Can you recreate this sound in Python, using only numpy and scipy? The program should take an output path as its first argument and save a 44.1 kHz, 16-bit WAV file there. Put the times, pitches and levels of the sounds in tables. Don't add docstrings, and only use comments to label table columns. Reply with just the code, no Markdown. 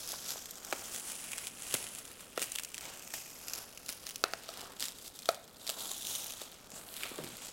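import sys
import numpy as np
from scipy import signal
from scipy.fft import rfft, irfft, next_fast_len
from scipy.io import wavfile
from scipy.ndimage import uniform_filter1d, map_coordinates

SR = 44100
rng = np.random.default_rng(int(sys.argv[2]) if len(sys.argv) > 2 else 0)


def log_audio(samples):
    frames = np.atleast_2d(samples).T
    limited = np.clip(frames, -1, 1)
    pcm = np.round(limited * 32767).astype(np.int16)
    wavfile.write(sys.argv[1], SR, pcm)


N = 331632
TIME = np.arange(N) / SR


# [f/Hz, relative level/dB]
FILM_COLOUR = [(300, -8.5), (1000, -9), (1500, -5), (2100, -5), (3000, -2), (5000, -1.5), (7500, -1),
               (10000, -3.5), (12500, -6.5), (16000, -12.5)]
CREASE_BALANCE = [(0, -5.5, 0.5), (.44, -5.5, -1.5), (1.19, -3.5, 0), (1.95, -2.5, 0), (2.12, 2.5, 3.5),
                  (2.7, -5.5, 3.5), (2.89, 1.5, -1), (3.1, -10.5, 0.5), (4.05, 0.5, 3.5), (4.29, -8.5, 1),
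                  (4.46, 3, -2), (5.1, -6.5, 2), (6.13, -9, 2.5), (6.58, 2, -.5), (6.73, -1, 1),
                  (6.93, 6.5, 12.5), (7.05, 6.5, 5.5), (7.52, -0.5, -1.5)]
# [t/s, f/Hz, level/dB against the middle creases]
PLEAT_RINGING = [(0, 3680, -7), (.95, 3200, -11.5), (1.35, 2290, -2.5), (1.6, 2880, -7), (2.6, 2730, -2),
                 (3.3, 2510, -6.5), (4.5, 2940, -11), (4.85, 3670, -6), (5.5, 3700, 1), (6.5, 3560, -5.5),
                 (6.98, 3200, -36), (7.035, 2406, 8), (7.1, 2190, 0), (7.5, 2320, -17)]
# [t/s, f/Hz, level/dB against the middle creases]
TAUT_WHISPER = [(0, 5330, -10), (.45, 6000, -7), (.65, 8500, -21), (1.0, 9800, 4), (1.6, 10150, 0),
                (2.0, 10300, 4.5), (2.4, 10600, -15), (3.1, 5600, -11), (3.55, 5300, -6.5),
                (4.2, 4600, -11.5), (4.6, 4430, -27), (6.6, 6500, -11), (6.74, 7360, 7.5),
                (6.95, 10500, -5), (7.4, 7600, 0)]


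def crinkle(snaps, level_db, own_share):
    share = np.clip(own_share, 0, 1)

    def creases(hz, kind):
        own = swarm(per_s=1100, spread_db=5.0, clump_db=4.0, fade_s=0.00046, smooth_share=0.021)
        echoed = glance(noise(FILM_COLOUR), scale=0.5)
        colour = evened(passed(echoed, hz, kind, order=4), size=4000)
        return colour * np.sqrt((1 - share) * snaps ** 2 + share * own ** 2)

    broad, fine = from_db(in_time(CREASE_BALANCE))
    pleat_hz, pleat_db = in_time(PLEAT_RINGING)
    whisper_hz, whisper_db = in_time(TAUT_WHISPER)
    pleat, whisper = from_db(pleat_db), from_db(whisper_db)
    folding = 1 + .07 * rms_one(passed(rng.standard_normal(N), 50, "low"))
    struck_pleat = snaps ** 1.5 * noise(FILM_COLOUR)
    ringing = evened(gliding(struck_pleat, pleat_hz * folding, width_hz=550), size=3000)
    sliding = rms_one(gliding(snaps * noise(FILM_COLOUR), whisper_hz, width_hz=1300))
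    voice = broad * creases(4240, "low")
    voice = voice + creases([4500, 8500], "band")
    voice = voice + 0.92 * fine * creases(9060, "high")
    voice = voice + pleat * ringing + whisper * sliding
    balance = np.sqrt(1 + broad ** 2 + (1.015 * fine) ** 2 + pleat ** 2 + whisper ** 2)
    return from_db(strain() + level_db) * voice / balance


def swarm(per_s, spread_db, clump_db, fade_s, smooth_share):
    clumps = from_db(clump_db * rms_one(passed(rng.standard_normal(N), 60, "low")))
    activity = from_db(.9 * (strain() + 46))
    born = rng.random(N) < per_s * activity * clumps / SR
    sizes_db = spread_db * np.minimum(rng.exponential(1, N), 4)
    energy = born * from_db(sizes_db) ** 2
    power = signal.lfilter([1], [1, -np.exp(-1 / (fade_s * SR))], energy + 1e-12)
    share = np.clip(smooth_share, 0, 1)
    return np.sqrt(share + (1 - share) * evened(np.sqrt(power), size=2600) ** 2)


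# [t/s, crinkle level/dB before the mix]
STEADY_PULL = [(0.0, -43.5), (0.5, -50.5), (0.62, -51.5), (0.73, -45.5), (1.48, -44), (1.52, -57.5),
               (2.1, -51), (2.25, -58), (2.54, -46.5), (2.71, -53.5), (3.28, -49.5), (3.75, -55),
               (4.27, -54), (5.46, -61.5), (6.65, -77), (7.27, -47.5), (7.51, -59)]
# [peak t/s, level/dB before the mix, rise/s, fall/s]
FLEX_PUSHES = [(0.101, -41.5, 0.018, 0.065), (0.296, -40, 0.054, 0.085), (0.955, -41, 0.037, 0.046),
               (1.081, -41.5, 0.025, 0.076), (1.745, -39.5, 0.15, 0.16), (1.988, -46, 0.055, 0.017),
               (2.205, -49, 0.017, 0.053), (2.427, -39, 0.035, 0.04), (2.835, -46, 0.031, 0.13),
               (3.15, -41, 0.023, 0.068), (3.583, -44, 0.13, 0.056), (3.898, -43, 0.024, 0.05),
               (4.082, -49, 0.078, 0.057), (4.611, -49.5, 0.23, 0.081), (4.822, -39.5, 0.02, 0.068),
               (5.069, -48, 0.11, 0.03), (5.152, -51.5, 0.015, 0.07), (5.292, -47.5, 0.048, 0.073),
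               (5.703, -45.5, 0.1, 0.22), (5.797, -41, 0.013, 0.45), (6.107, -38, 0.067, 0.19),
               (6.414, -46, 0.025, 0.042), (6.757, -46.5, 0.035, 0.075), (7.033, -42, 0.14, 0.11),
               (7.445, -46, 0.07, 0.084)]


def strain():
    return swells(FLEX_PUSHES, in_time(STEADY_PULL)[0])


# [t/s, delay/ms, strength 0-1 before scaling]
GLANCING_ECHO = [(0, 0.19, 0.57), (.5, 0.15, 0.55), (1.2, .116, 0.48), (2.1, .11, 0.45), (2.6, 0.12, 0.33),
                 (3.2, 0.15, 0.56), (3.7, 0.18, 0.5), (4.2, .2, 0.33), (5.0, 0.26, 0.1), (5.6, 0.24, 0.33),
                 (6.2, 0.33, 0.75), (6.65, 0.24, 0), (7.15, 0.27, 0.4), (7.5, .26, 0)]


def glance(x, scale):
    delay_ms, strength = in_time(GLANCING_ECHO)
    strength = scale * strength
    echo = map_coordinates(x, [np.arange(N) - delay_ms * SR / 1000], order=3, mode="nearest")
    return (x + strength * echo) / np.sqrt(1 + strength ** 2)


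def crackles(level_db, flutter_s, flutter_db, width):
    out, t = np.zeros(N), TIME[:700]
    fade = np.exp(-t / .0004) + from_db(flutter_db) * np.exp(-t / flutter_s)
    envelope = (1 - np.exp(-t / .0003)) * fade
    grit = rng.choice([-1, 1], (400, len(t)))
    for (s, db, hz), white in zip(snapping(), grit):
        band = [hz / width, min(hz * width, 11500)]
        snap = signal.lfilter(*signal.butter(1, band, "band", fs=SR), white * envelope)
        first_3_ms = np.sqrt(np.mean(snap[:132] ** 2))
        add(out, s, from_db(db + level_db) * snap / first_3_ms)
    out = passed(out, 690, "high")
    pleat = gliding(out, in_time(PLEAT_RINGING)[0], width_hz=700)
    return glance(out, scale=.9) + from_db(-2) * pleat


# [t/s, level/dB over 3 ms before the mix, centre f/Hz]
LOUD_SNAPS = [(.285, -35, 5700), (0.3053, -32.5, 6800), (.4573, -40, 5740), (.5092, -37.5, 7800),
              (0.648, -38, 6900), (.726, -31.5, 1790), (0.7278, -33.5, 3400), (.947, -36, 6900),
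              (1.2407, -41, 5000), (1.3184, -35, 5700), (1.3325, -35, 3000), (1.381, -32.5, 4300),
              (1.47, -32, 6150), (1.7404, -24, 7400), (1.7422, -25, 7100), (1.867, -38.5, 3300),
              (1.9498, -37.5, 7900), (2.053, -43, 6000), (2.3762, -32.5, 2580), (2.3945, -34.5, 4900),
              (2.418, -30.5, 6800), (2.4257, -29, 6200), (2.433, -33, 6400), (2.441, -37, 6000),
              (2.5194, -32, 7600), (2.553, -34, 7800), (2.558, -30.5, 5400), (2.5856, -30.5, 4570),
              (2.5964, -34, 4500), (2.6348, -35, 7000), (2.648, -34.5, 6000), (2.744, -34.5, 5050),
              (2.78, -34.5, 4180), (2.8087, -40.5, 5900), (3.1385, -33.5, 5230), (3.483, -33.5, 5300),
              (3.4977, -38, 6600), (3.5349, -31, 5130), (3.775, -40, 3930), (3.8615, -40.5, 7900),
              (3.885, -39.5, 6500), (3.8906, -31.5, 5300), (3.9253, -37.5, 6300), (4.0674, -35, 4430),
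              (4.091, -36, 6050), (4.1082, -39.5, 5000), (4.1584, -33, 6040), (4.7975, -35.5, 6900),
              (4.8054, -34, 7800), (4.8252, -29.5, 4500), (4.84, -34.5, 5600), (4.855, -33.5, 4500),
              (4.8833, -34.5, 5260), (5.078, -40.5, 6470), (5.1902, -39.5, 7050), (5.2568, -37.5, 4100),
              (5.3457, -41, 6070), (5.6675, -36.5, 4500), (5.676, -33, 4265), (5.6929, -29.5, 5200),
              (5.6993, -30, 6300), (5.915, -33, 7650), (6.1518, -33, 6700), (6.158, -38, 7800),
              (6.3053, -39.5, 7200), (6.4162, -39.5, 5200), (6.9659, -38.5, 7800), (7.034, -32, 2200),
              (7.369, -42, 6900)]
STRAY_PER_S, STRAY_OVER_CRINKLE_DB, STRAY_SPREAD_DB, STRAY_HZ = 11, 5.5, 1.5, 6300
STRAY_FOLLOWS = .8
FOLLOW_S, FOLLOW_DB = .008, -7.5


def snapping():
    loud = np.array(LOUD_SNAPS)
    waits = rng.uniform(.2, 1, (len(loud), 1)) * [FOLLOW_S, 0, 0]
    followers = loud + [0, FOLLOW_DB, 0] + waits
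    at = np.flatnonzero(rng.random(N) < STRAY_PER_S / SR)
    size, pitch = rng.standard_normal((len(at), 2)).T
    strain_db = strain()
    mean_db = strain_db.mean()
    stray_db = mean_db + STRAY_FOLLOWS * (strain_db[at] - mean_db) + STRAY_OVER_CRINKLE_DB
    stray_db = stray_db + STRAY_SPREAD_DB * size
    strays = np.transpose([TIME[at], stray_db, STRAY_HZ * 2 ** (.25 * pitch)])
    return np.vstack([loud, followers, strays])


# [t/s, level/dB before the mix, treble tilt/dB per octave, pitch factor,
# ring length factor, f/Hz favoured by the spot they hit]
BLADE_CLACKS = [(4.2394, -15.5, -1.5, 1.026, 0.63, 1380), (4.3356, -24.5, -1.8, 1.06, 0.62, 1330),
                (4.4897, -35, -1.5, 0.97, 1.4, 547), (5.2895, -15, -3.5, 0.987, 1.08, 770),
                (5.693, -34, -0.5, 0.96, 1.4, 620)]
BLADE_MODES = [(470, -6.5, 0.0073), (688, -4, 0.023), (1313, -2, 0.017), (1930, -12, 0.0055),
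               (2540, -9, 0.018), (3280, -1, 0.0064), (3840, 4.5, 0.0049), (4660, 8.5, 0.0058),
               (5770, 1.5, 0.0086), (7860, -10, 0.0031), (9350, -6.5, 0.0081), (12700, -7.5, 0.0036)]
# [f/Hz, relative level/dB]
RATTLE_COLOUR = [(200, -29), (450, -21), (680, 13.5), (950, 1), (1300, -1), (1900, -2), (3000, -10),
                 (8000, -24)]


def snips(level_db, accent_db, rattle_db, rattle_s):
    out, t = np.zeros(N), TIME[:10000]
    hz, mode_db, t60 = np.transpose(BLADE_MODES)
    for s, db, tilt_db, pitch, length, spot_hz in BLADE_CLACKS:
        favoured = accent_db * np.exp(-(np.log2(hz / spot_hz) / 1.02) ** 2)
        modes = np.transpose([hz, mode_db + favoured, t60])
        clack = struck(modes, tilt_db, pitch, length, contact_db=1, contact_s=0.0033, count=2)
        loose_film = shaped(rng.standard_normal(len(t)), RATTLE_COLOUR)
        rattle = rms_one(passed(loose_film, [spot_hz / 1.3, spot_hz * 2.8], "band", order=1))
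        add(out, s, from_db(db + level_db) * clack)
        add(out, s, from_db(db + rattle_db) * rattle * np.exp(-t / rattle_s))
    return passed(out, 170, "high")


# [t/s, level/dB before the mix, treble tilt/dB per octave, pitch factor]
SHELL_KNOCKS = [(.131, -36, -4.5, 1.1), (0.139, -37.5, -7, 2), (.357, -43.5, -12, 1.34),
                (0.7255, -21.5, -2, 1.11), (0.7296, -27, -2, 0.63), (1.7401, -25, -4.5, 0.79),
                (1.743, -27, -8.5, 0.33), (1.7515, -33.5, 6, 0.98), (2.3764, -20.5, -3.5, 0.93),
                (2.4155, -34.5, -7, 0.88), (2.421, -35, 0, 0.92), (3.139, -32.5, 1.5, 1.22),
                (3.891, -37.5, 4, 0.97), (4.2391, -24.5, -4, 0.86), (5.699, -42, 7, 1.1),
                (5.913, -39, -4.5, 1.5), (6.416, -40, -9, 1.13), (6.733, -36.5, -8, 0.39),
                (7.114, -34.5, -8, 0.66), (7.186, -30, -7.5, 0.8)]
HOLLOW_MODES = [(334, -7.5, 0.02), (514, 2.5, 0.02), (747, 1, 0.019), (1220, 1, 0.0086),
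                (1500, -0.5, 0.027), (2074, 0.5, 0.028), (2830, 17, 0.0011)]


def knocks(level_db, lowest_hz):
    out = np.zeros(N)
    for s, db, tilt_db, pitch in SHELL_KNOCKS:
        bump = struck(HOLLOW_MODES, tilt_db, pitch, 0.92, contact_db=-20, contact_s=0.0031)
        add(out, s, from_db(db + level_db) * passed(bump, lowest_hz * pitch, "high"))
    return out


def struck(modes, tilt_db, pitch, length, contact_db, contact_s, count=1):
    t = TIME[:7000]
    hz, db, t60 = np.transpose(modes)[:, :, None]
    signs = (-1) ** np.ceil(np.arange(len(hz)) / count)[:, None]
    gain = from_db(db + tilt_db * np.log2(hz / 1000) - 60 * t / (t60 * length))
    rings = np.sum(signs * gain * np.sin(2 * np.pi * hz * pitch * t), axis=0)
    burst = rng.standard_normal(len(t)) * np.exp(-t / (contact_s * length))
    grit = passed(burst, [1500, 9000], "band", order=1)
    return rings + from_db(contact_db + 2 * tilt_db) * grit


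# [peak t/s, level/dB before the mix, rise/s, fall/s]
SHELL_SLIDES = [(.02, -61, .05, 0.16), (.31, -60, .05, 0.13), (.74, -51.5, 0.15, 0.19),
                (1.76, -56.5, .08, 0.22), (2.86, -52.5, .06, .2), (3.58, -53.5, 0.18, .13),
                (4.635, -49.5, 0.14, 0.14), (5.8, -50.5, 0.13, 0.14), (6.25, -57, 0.09, 0.31),
                (6.78, -55.5, 0.097, 0.18), (7.055, -45.5, 0.018, 0.019), (7.13, -51.5, 0.037, 0.17),
                (7.48, -59.5, .15, 0.11)]
# [f/Hz, relative level/dB]
RUBBING_COLOUR = [(150, -9.5), (300, -3), (480, -2.5), (700, 1.5), (1000, -3), (1350, -1.5), (1800, -10),
                  (2600, -23)]
CONTACT_DB = -62.5
RUB_UNDER_CRINKLE_DB = -16


def rubbing(snaps, scrape):
    slides = from_db(swells(SHELL_SLIDES, CONTACT_DB))
    flexed = from_db(strain() + RUB_UNDER_CRINKLE_DB)
    roughness = np.sqrt(.5 * (scrape ** 2 + snaps ** 2))
    return from_db(-2.0) * np.hypot(slides, flexed) * noise(RUBBING_COLOUR) * roughness


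# [peak t/s, level/dB before the mix, rise/s, fall/s]
PALM_DRAGS = [(7.197, -44.5, 0.017, 0.099)]
# [f/Hz, relative level/dB]
DRAGGING_COLOUR = [(50, -26), (100, -4), (190, 1.5), (330, -3), (460, -3.5), (700, -10), (1100, -9),
                   (2000, -44)]
DRAG_HZ, DRAG_END_HZ, DRAG_SLOWS_S = 516, 220, 0.052


def dragging(scrape):
    since = np.maximum(TIME - PALM_DRAGS[0][0], 0)
    hz = DRAG_END_HZ + (DRAG_HZ - DRAG_END_HZ) * np.exp(-since / DRAG_SLOWS_S)
    groan = evened(gliding(rng.standard_normal(N), hz, width_hz=91), size=900)
    rumble = noise(DRAGGING_COLOUR) * scrape
    level = from_db(swells(PALM_DRAGS, under_db=-95))
    return level * (from_db(-3.0) * rumble + from_db(-5) * groan)


# [f/Hz, relative level/dB]
TAIL_COLOUR = [(100, -11), (350, 3.5), (650, -0.5), (1300, -2.5), (2200, 4.5), (5000, -8), (16000, -24)]


def workshop(x, t60, wet_db, gap_s):
    t = TIME[:24000]
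    build_up = 1 - np.exp(-(t / gap_s) ** 2)
    tail = shaped(rng.standard_normal(len(t)), TAIL_COLOUR) * from_db(-60 * t / t60) * build_up
    return from_db(wet_db) * signal.fftconvolve(x, tail / np.sqrt(np.sum(tail ** 2)))[:N]


# [f/Hz, relative level/dB]
FLOOR_COLOUR = [(12, -36), (20, -15), (113, -3), (255, 1), (328, -4), (499, -0.5), (1060, -18.5),
                (1290, -6.5), (1860, -7.5), (3250, -1), (7520, -18), (12400, -16), (16000, -6)]
# [f/Hz, relative level/dB]
FLOOR_TILT = [(20, 4.5), (400, 4), (900, 1.5), (2500, -8), (16000, -21)]


def noise_floor(level_db):
    return from_db(level_db) * rms_one(shaped(noise(FLOOR_COLOUR), FLOOR_TILT))


# [f/Hz, relative level/dB]
AIR_COLOUR = [(20, -6.5), (45, -1.5), (90, -6.5), (200, -10.5), (500, -18.5), (2000, -50.5)]


def air_movement(level_db):
    return from_db(level_db) * np.array([noise(AIR_COLOUR), noise(AIR_COLOUR)])


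STROKE_SHAPE = 1.186


def swells(rows, under_db):
    t, power = TIME[::44], 0
    for s, db, rise_s, fall_s in rows:
        away = np.maximum((s - t) / rise_s, (t - s) / fall_s)
        power = power + from_db(db) ** 2 * np.exp(-2 * away ** STROKE_SHAPE)
    return 10 * np.log10(np.interp(TIME, t, power) + from_db(under_db) ** 2)


def gliding(x, hz, width_hz):
    out, state, r = np.zeros(N), np.zeros(2), np.exp(-np.pi * width_hz / SR)
    for i in range(0, N, 128):
        poles = [1, -2 * r * np.cos(2 * np.pi * hz[i] / SR), r * r]
        block = x[i:i + 128] + 1e-18
        out[i:i + 128], state = signal.lfilter([1, 0, -1], poles, block, zi=state)
    return out * (1 - r * r) / 2


def from_db(db):
    return 10 ** (np.asarray(db) / 20)


def rms_one(x):
    return x / np.sqrt(np.mean(x ** 2) + 1e-20)


def in_time(rows):
    s, *columns = np.transpose(rows)
    return [np.interp(TIME, s, c) for c in columns]


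def shaped(x, spectrum):
    hz, db = np.transpose(spectrum)
    size = next_fast_len(len(x), real=True)
    f = np.arange(size // 2 + 1) * SR / size
    gain = from_db(np.interp(np.log(f + 1), np.log(hz), db))
    return irfft(rfft(x, size) * gain, size)[:len(x)]


def noise(spectrum):
    return rms_one(shaped(rng.standard_normal(N), spectrum))


def passed(x, hz, kind, order=2):
    edges = np.clip(hz, 10, SR / 2 - 500)
    return signal.sosfilt(signal.butter(order, edges, kind, fs=SR, output="sos"), x)


def evened(x, size):
    return x / np.sqrt(np.abs(uniform_filter1d(x ** 2, size)) + 1e-12)


def add(out, s, sound):
    start = int(np.clip(round(s * SR), 0, N - 1))
    out[start:start + len(sound)] += sound[:N - start]


def scene():
    snaps = swarm(per_s=1000, spread_db=2.5, clump_db=4, fade_s=0.00084, smooth_share=0.34)
    scrape = swarm(per_s=350, spread_db=1.5, clump_db=2.5, fade_s=0.0046, smooth_share=0.16)
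    hands = crinkle(snaps, level_db=-0.56, own_share=0.47)
    hands = hands + crackles(level_db=-1.4, flutter_s=0.0017, flutter_db=-11.5, width=1.94)
    hands = hands + snips(level_db=-2.0, accent_db=5.5, rattle_db=-30.5, rattle_s=0.058)
    hands = hands + knocks(level_db=-7.5, lowest_hz=231)
    hands = hands + rubbing(snaps, scrape) + dragging(scrape)
    room = workshop(hands, t60=0.4, wet_db=-21, gap_s=0.0021)
    return hands + room + noise_floor(level_db=-62) + air_movement(level_db=-67.5)


def record(dry):
    return signal.sosfilt(signal.ellip(12, .1, 80, 16000, fs=SR, output="sos"), dry)


dry = scene()
out = record(dry)
log_audio(out)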